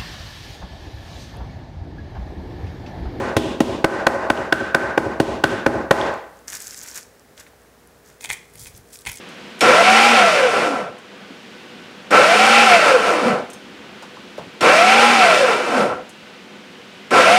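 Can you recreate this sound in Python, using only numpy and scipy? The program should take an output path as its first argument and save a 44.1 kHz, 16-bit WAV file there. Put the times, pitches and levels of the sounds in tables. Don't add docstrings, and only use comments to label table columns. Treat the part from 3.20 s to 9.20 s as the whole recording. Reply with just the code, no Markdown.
import sys
import numpy as np
from scipy import signal
from scipy.fft import rfft, irfft
from scipy.io import wavfile
from scipy.ndimage import uniform_filter1d

SR = 44100
rng = np.random.default_rng(int(sys.argv[2]) if len(sys.argv) > 2 else 0)


def file_out(sig):
    cols = np.atleast_2d(sig).T
    lim = np.clip(cols, -1, 1)
    pcm = np.round(lim * 32767).astype(np.int16)
    wavfile.write(sys.argv[1], SR, pcm)


def voltage_ratio(level):
    return 10 ** (np.asarray(level, float) / 20)


N = 264600

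# frequency in Hz, level in dB.
HUSH_COLOUR = [(15, -25), (25, -18), (76, -7.5), (108, -8), (242, -8), (335, -10.5), (476, -8.5),
               (796, -13.5), (936, -16.5), (1790, -16.5), (2220, -21.5), (2840, -25), (6920, -27),
               (16000, -31)]
# time in seconds, gain in dB.
HUSH_RETURN = [(3.2, -2.5), (3.55, -0.5)]
# frequency in Hz, level in dB.
FRIDGE_HUM = [(59.2, -57.5), (247.6, -66.5), (414.5, -60.5), (473.7, -59.5)]
# frequency in Hz, t60 in seconds.
KITCHEN_T60 = [(60, 0.46), (250, 0.46), (600, 0.55), (1500, 0.54), (3000, 0.5), (7000, 0.43), (15000, 0.22)]

# full at in seconds, rise in seconds, hold in seconds, grinding level in dB,
# body level relative to it in dB.
MILL_TWISTS = [(5.008, 0.012, 0.03, -38, -14), (5.046, 0.035, 0.0052, -33, 4.5),
               (5.092, 0.0064, 0.029, -33.5, 9.5), (5.129, 0.029, .001, -27.5, 1),
               (5.17, .01, 0.14, -56, -8), (5.396, .1, 0.054, -36, -17), (5.468, .01, 0.0039, -32.5, -8.5),
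               (5.57, 0.11, .002, -42.5, -13), (5.735, 0.11, 0.029, -37.5, -17), (5.8, .02, .01, -44, -25),
               (5.872, 0.018, .003, -24.5, 4), (5.885, .01, 0.029, -35, 3.5),
               (5.93, .02, 0.047, -38.5, -20)]
# frequency in Hz, level in dB.
GRIT_COLOUR = [(1470, -39), (2500, -16.5), (2770, -7), (3380, 5), (3770, 1.5), (5230, 7), (9080, 7.5),
               (10600, 6.5), (13900, 0), (16000, 4.5)]
# frequency in Hz, level in dB, t60 in seconds.
MILL_MODES = [(577, -10.5, 0.0063), (863, -5.5, 0.0075), (1430, -9, 0.0077), (2134, 2.5, 0.0072),
              (2530, -5.5, .012), (3200, 11, 0.0024), (4360, -23, 0.021)]
# start in seconds, level in dB, pitch in Hz, body level relative in dB.
PEPPERCORNS = [(5.009, -24, 7300, 0), (5.021, -34, 9000, 0), (5.0413, -15.5, 7500, -7),
               (5.0462, -18.5, 7900, 6), (5.057, -16, 7800, -10), (5.0913, -21, 6470, -1),
               (5.1012, -10, 7250, 9.5), (5.1099, -24, 7300, 15.5), (5.1304, -13, 7800, -24),
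               (5.19, -37, 5050, 3), (5.337, -34, 9700, -15), (5.355, -27, 9780, -2),
               (5.3795, -35, 7100, -30), (5.396, -21.5, 10800, -31), (5.458, -25.5, 7200, 2.5),
               (5.5496, -32, 6080, -16), (5.5762, -26, 11200, -30), (5.733, -26.5, 7300, -37),
               (5.7565, -24.5, 5200, -12), (5.789, -26, 9120, -21), (5.819, -31, 6640, -27),
               (5.852, -23, 7690, 0), (5.8624, -18.5, 9400, 6), (5.8708, -16, 7300, 1),
               (5.8969, -15, 6000, -4), (5.917, -16, 11100, -21.5), (5.93, -19, 9210, -22),
               (5.941, -21, 9800, -23), (5.9718, -20, 7400, -25), (5.9844, -27, 5900, -32)]
# full at in seconds, rise in seconds, hold in seconds, level in dB.
MILL_THUDS = [(5.1, 0.046, 0.012, -34), (5.338, 0.05, .27, -39.5), (5.72, .05, 0.0045, -62),
              (5.788, .04, .005, -64), (5.879, .045, 0.01, -24.5)]
# frequency in Hz, level in dB.
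THUD_COLOUR = [(15, 9.5), (40, -2), (90, -1.5), (160, -10.0), (300, -39)]

# full at in seconds, rise in seconds, hold in seconds, crackle level in dB,
# duller rub relative to it in dB.
FILM_STROKES = [
    (3.282, 0.011, .001, -38, -3.5),
    (3.33, 0.036, 0.025, -37, -4),
    (3.41, 0.087, 0.3, -42.5, -7),
    (3.772, 0.11, 0.0053, -35, -4.5),
    (4.18, 0.026, 0.019, -47.5, -0.5),
    (4.268, 0.011, 0.0042, -61, 6),
    (4.854, 0.043, 0.062, -58, -2.5),
]
# frequency in Hz, level in dB.
CRACKLE_COLOUR = [(1470, -39), (2500, -28), (2990, -15), (3770, -9.5), (5650, 1.5), (7020, 3), (8940, -3),
                  (15200, -7.5), (16000, -20)]
# frequency in Hz, level in dB.
RUB_COLOUR = [(800, -4.5), (1300, -2.5), (1550, 3.5), (2100, -2), (3100, -6.0), (4000, -4)]
# start in seconds, level in dB, pitch in Hz.
FILM_SNAPS = [(2.941, -24, 7200), (3.171, -39.5, 6600), (3.1909, -35.5, 6430), (3.2811, -10, 6820),
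              (3.3017, -13, 7150), (3.3281, -20, 6400), (3.404, -14, 6900), (3.4548, -32, 6800),
              (3.47, -11, 6500), (3.5084, -14.5, 5780), (3.5267, -26, 6400), (3.545, -14, 6200),
              (3.5912, -14, 7200), (3.6146, -15, 6050), (3.6745, -19, 7200), (3.692, -19, 6230),
              (3.7136, -16, 5900), (3.7696, -23, 6600), (3.83, -23, 5500), (3.9592, -52, 6750),
              (3.996, -30, 6650), (4.1777, -26, 3800), (4.2675, -37, 3940), (4.4182, -38, 7500),
              (4.674, -30, 9500)]
# start in seconds, level in dB, pitch in Hz.
BOARD_TAPS = [(1.174, -18.5, 2960), (2.813, -11, 3200), (4.265, -41, 2080), (4.333, -47, 690)]

# start in seconds, strength in dB,
# thud in dB, knock in dB, bite in dB.
MALLET_BLOWS = [(0.164, -11.5, 5.5, -5, 9.5), (0.402, -10, 3.5, -8, 5.5), (0.641, -4, -4.5, 1, -4.5),
                (0.865, -1, -7.5, -1.7, -10), (1.098, -8.5, -5, 1, -5), (1.322, -12, -0.5, 9.5, 3.6),
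                (1.544, -6.5, -5.5, 6.5, -4.3), (1.774, -8.5, -0.5, -2, -7.5), (1.998, -9, 0.5, -7, 0.3),
                (2.236, -12, 2, 6.5, 5.5), (2.46, -10.5, 0, 0.5, -7.5), (2.707, -2, -8, -2, -5.5)]
# strength in dB, thud in dB, knock in dB, bite in dB.
EARLIER_BLOW = (-4.5, -1, -0.5, -3.5)
# frequency in Hz, level in dB, t60 in seconds.
BOARD_MODES = [(69.5, -28, 0.32), (124.7, -15, 0.083), (195, -13.5, 0.059), (242, -11.5, 0.082),
               (325, -5.5, 0.082), (384.5, -2, 0.04), (549.4, -9.5, 0.086), (648.7, -12.5, 0.092),
               (814, -4.5, 0.034), (1034, -10.5, 0.046), (1520.3, -1.5, 0.031), (1687, -6, 0.017),
               (1891, -9.5, 0.028), (2450, -8, 0.0115), (2813, -8, 0.015), (3200, -38.5, 0.0047)]
# frequency in Hz, level in dB.
SLAP_COLOUR = [(100, 11), (400, 13), (1200, 8), (3000, -4), (6000, -11), (10000, -16.5), (16000, -27)]
# Thud, two plain, two knock and two bite pitches, in Hz.
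BLOW_BANDS_HZ = [320, 600, 1050, 1500, 1950, 3300, 4500]

# time in seconds, gain in dB.
LEVELLER = [(2, -3.8), (2.72, -2), (3.2, 1.5), (3.5, -1.8)]


def evened(x):
    return x / np.sqrt(np.mean(x ** 2) + 1e-20)


def read(points, hz):
    f, value = np.transpose(points)
    return np.interp(np.log(hz + 1), np.log(f + 1), value)


def colour(x, points):
    gain = voltage_ratio(read(points, np.fft.rfftfreq(len(x), 1 / SR)))
    return irfft(rfft(x) * gain, len(x))


def add(mix, start_s, sound):
    part = mix[round((start_s + 0.5) * SR):][:len(sound)]
    part += sound[:len(part)]


def ring(modes, tilt_db, size):
    hz, db, t60_s = np.transpose(modes)[:, :, None]
    t = np.arange(size) / SR
    detune, phase, strength_db = rng.standard_normal((3, len(modes), 1))
    wave = np.sin(2 * np.pi * hz * (1 + 0.0013 * detune) * t + 0.63 * phase)
    return voltage_ratio(db + tilt_db + strength_db - 60 * t / t60_s) * wave


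def tail(size=SR):
    hz, t, bands = signal.stft(rng.standard_normal(size), SR, nperseg=512)
    fade = voltage_ratio(-60 * t / read(KITCHEN_T60, hz)[:, None])
    echoes = signal.istft(bands * fade, SR, nperseg=512)[1]
    echoes *= 1 - np.exp(-np.arange(len(echoes)) / (0.0013 * SR))
    return echoes / np.linalg.norm(echoes)


def grains(per_s, spread_db, clump_db, low_hz, high_hz):
    clumps = evened(uniform_filter1d(rng.standard_normal(N), 200))
    size = voltage_ratio(spread_db * np.minimum(rng.exponential(1, N), 4) + clump_db * clumps)
    size *= rng.choice([-1., 1.], N) * (rng.random(N) < per_s / SR)
    kind = rng.integers(0, 12, N)
    t = np.arange(160) / SR
    out = np.zeros(N)
    for k, hz in enumerate(np.geomspace(low_hz, high_hz, 12)):
        envelope = hz ** 1.5 * hz * t * np.exp(-hz * t / 0.27)
        tick = envelope * np.sin(2 * np.pi * hz * t)
        out += signal.oaconvolve(size * (kind == k), tick)[:N]
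    return out


def stroke(full_s, rise_s, hold_s, db, fall_db_per_s):
    t = np.arange(N) / SR
    climb_db = 30 / rise_s * np.maximum(full_s - t, 0)
    fall_db = fall_db_per_s * np.maximum(t - full_s - hold_s, 0)
    return voltage_ratio(db - climb_db - fall_db)


def levels(rows, fall_db_per_s):
    power = np.zeros((2, N))
    for *row, dull_db in rows:
        power += np.outer(voltage_ratio([0, dull_db]), stroke(*row, fall_db_per_s)) ** 2
    return np.sqrt(power)


def click(hz, t60_s, size=900):
    t = np.arange(size) / SR
    burst = rng.standard_normal(size) * voltage_ratio(-60 * t / t60_s)
    band_hz = [0.833 * hz, min(1.206 * hz, 20000)]
    burst = signal.sosfilt(signal.butter(2, band_hz, "band", fs=SR, output="sos"), burst)
    return burst / abs(burst).max()


def hush():
    t = np.arange(N) / SR
    hum = np.zeros(N)
    for hz, db in FRIDGE_HUM:
        waver = 1 + 0.12 * evened(uniform_filter1d(rng.standard_normal(N), 5000))
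        hum += voltage_ratio(db) * waver * np.sin(2 * np.pi * hz * t)
    level_db = -50 + np.interp(t, *np.transpose(HUSH_RETURN))
    return voltage_ratio(level_db) * evened(colour(rng.standard_normal(N), HUSH_COLOUR)) + hum


def mill():
    bright, dull = levels(MILL_TWISTS, fall_db_per_s=474)
    grit = evened(colour(grains(4500, 4.8, 2.2, low_hz=3800, high_hz=14100), GRIT_COLOUR))
    clumps = evened(uniform_filter1d(rng.standard_normal(N), 120))
    shocks = rng.standard_normal(N) * voltage_ratio(5.1 * clumps)
    swell = 1 - np.exp(-(np.arange(1500) / 48.0) ** 2)
    body_ring = swell * ring(MILL_MODES, 0, size=1500).sum(0)
    body = evened(signal.fftconvolve(shocks, body_ring)[:N])
    cracks = np.zeros(N + SR // 2)
    for s, db, hz, body_db in PEPPERCORNS:
        crack = click(hz, t60_s=0.016) + 0.62 * click(0.5 * hz, t60_s=0.0069)
        add(cracks, s, voltage_ratio(db - 5.5) * crack)
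        add(cracks, s, voltage_ratio(db + body_db - 1.5) * swell * ring(MILL_MODES, 0, size=1500).sum(0))
    low = evened(colour(rng.standard_normal(N), THUD_COLOUR))
    thuds = low * sum(stroke(*row, fall_db_per_s=600) for row in MILL_THUDS)
    return voltage_ratio(-5.0) * (bright * grit + dull * body) + cracks[SR // 2:] + thuds


def film():
    bright, dull = levels(FILM_STROKES, fall_db_per_s=318)
    crackle = evened(colour(grains(5000, 3.8, 2.9, low_hz=2640, high_hz=14100), CRACKLE_COLOUR))
    rub = evened(colour(grains(2500, 2.25, 3.1, low_hz=1130, high_hz=3470), RUB_COLOUR))
    clicks = np.zeros(N + SR // 2)
    for s, db, hz in FILM_SNAPS:
        add(clicks, s, voltage_ratio(db - 6.5) * click(hz, t60_s=0.003))
    for s, db, hz in BOARD_TAPS:
        add(clicks, s, voltage_ratio(db + 4.0) * click(hz, t60_s=0.01))
    return voltage_ratio(3.0) * (bright * crackle + dull * rub) + clicks[SR // 2:]


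def blow_echoes(modes, favour, room):
    bins_hz = np.fft.rfftfreq(len(room), 1 / SR)
    mode_power = (abs(rfft(modes)) ** 2).sum(0)
    power = np.interp(bins_hz, np.fft.rfftfreq(modes.shape[1], 1 / SR), mode_power)
    power += voltage_ratio(17.0 + read(SLAP_COLOUR, bins_hz) + read(favour, bins_hz)) ** 2
    varied = np.roll(1.21 * room + 0.93 * tail(), 500)
    echoes = irfft(rfft(varied) * np.sqrt(power), len(room))[:SR * 3 // 4]
    return echoes * signal.windows.tukey(len(echoes), 0.03)


def mallet():
    out = np.zeros(N + SR // 2)
    size = 12000
    t = np.arange(size) / SR
    room = tail()
    rise = np.clip(t / 0.005, 0, 1) ** 3
    for s, db, thud_db, knock_db, bite_db in [(-0.07, *EARLIER_BLOW), *MALLET_BLOWS]:
        gains_db = [thud_db, 0, 0, knock_db, 0.34 * knock_db, bite_db, 0.56 * bite_db]
        favour = list(zip(BLOW_BANDS_HZ, gains_db))
        tilt_db = read(favour, np.array(BOARD_MODES)[:, :1])
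        modes = rise * ring(BOARD_MODES, tilt_db, size)
        noise = evened(colour(rng.standard_normal(size), SLAP_COLOUR))
        slap = rise * colour(noise, favour) * voltage_ratio(-2.0 - 60 * t / 0.03)
        rebound = ring(BOARD_MODES[:9], 3.5, size).sum(0) * (1 - np.exp(-t / 0.013))
        add(out, s, voltage_ratio(db + 21.5) * (modes.sum(0) + slap))
        add(out, s + 0.086, rebound)
        add(out, s, voltage_ratio(db + 10.5) * blow_echoes(modes, favour, room))
    return out[SR // 2:]


def scene():
    near = film() + mill()
    wet = voltage_ratio(-13.5) * signal.fftconvolve(near, tail())[:N]
    return (mallet() + near + wet + hush())[None]


def band_limit(x):
    return signal.sosfilt(signal.butter(12, 16990, fs=SR, output="sos"), x)


def record(dry):
    t = np.arange(N) / SR
    power_db = 10 * np.log10(signal.lfilter([0.004], [1, 0.004 - 1], dry[0] ** 2 + 1e-12))
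    power_db[0] = -5.0
    recovery_db = 180 * t
    held_db = np.maximum.accumulate(power_db + recovery_db) - recovery_db
    held_db = np.maximum(held_db + 17.0, 0)
    lag = 1 / (0.0085 * SR)
    over_db = signal.lfilter([lag], [1, lag - 1], held_db, zi=held_db[:1])[0]
    bass_cut = signal.sosfilt(signal.butter(2, 50., "high", fs=SR, output="sos"), dry)
    ducked = bass_cut * voltage_ratio(-0.92 * over_db)
    clipped = ducked / (1 + abs(ducked) ** 6) ** (1 / 6)
    out = clipped * voltage_ratio(np.interp(t, *np.transpose(LEVELLER)))
    out = signal.sosfilt(signal.butter(1, 40., "high", fs=SR, output="sos"), out)
    treble_edge = signal.firwin(511, 15800, window=("kaiser", 3), fs=SR)
    out = signal.oaconvolve(out, treble_edge[None], "same")
    return band_limit(out)


dry = scene()
out = record(dry)
file_out(out)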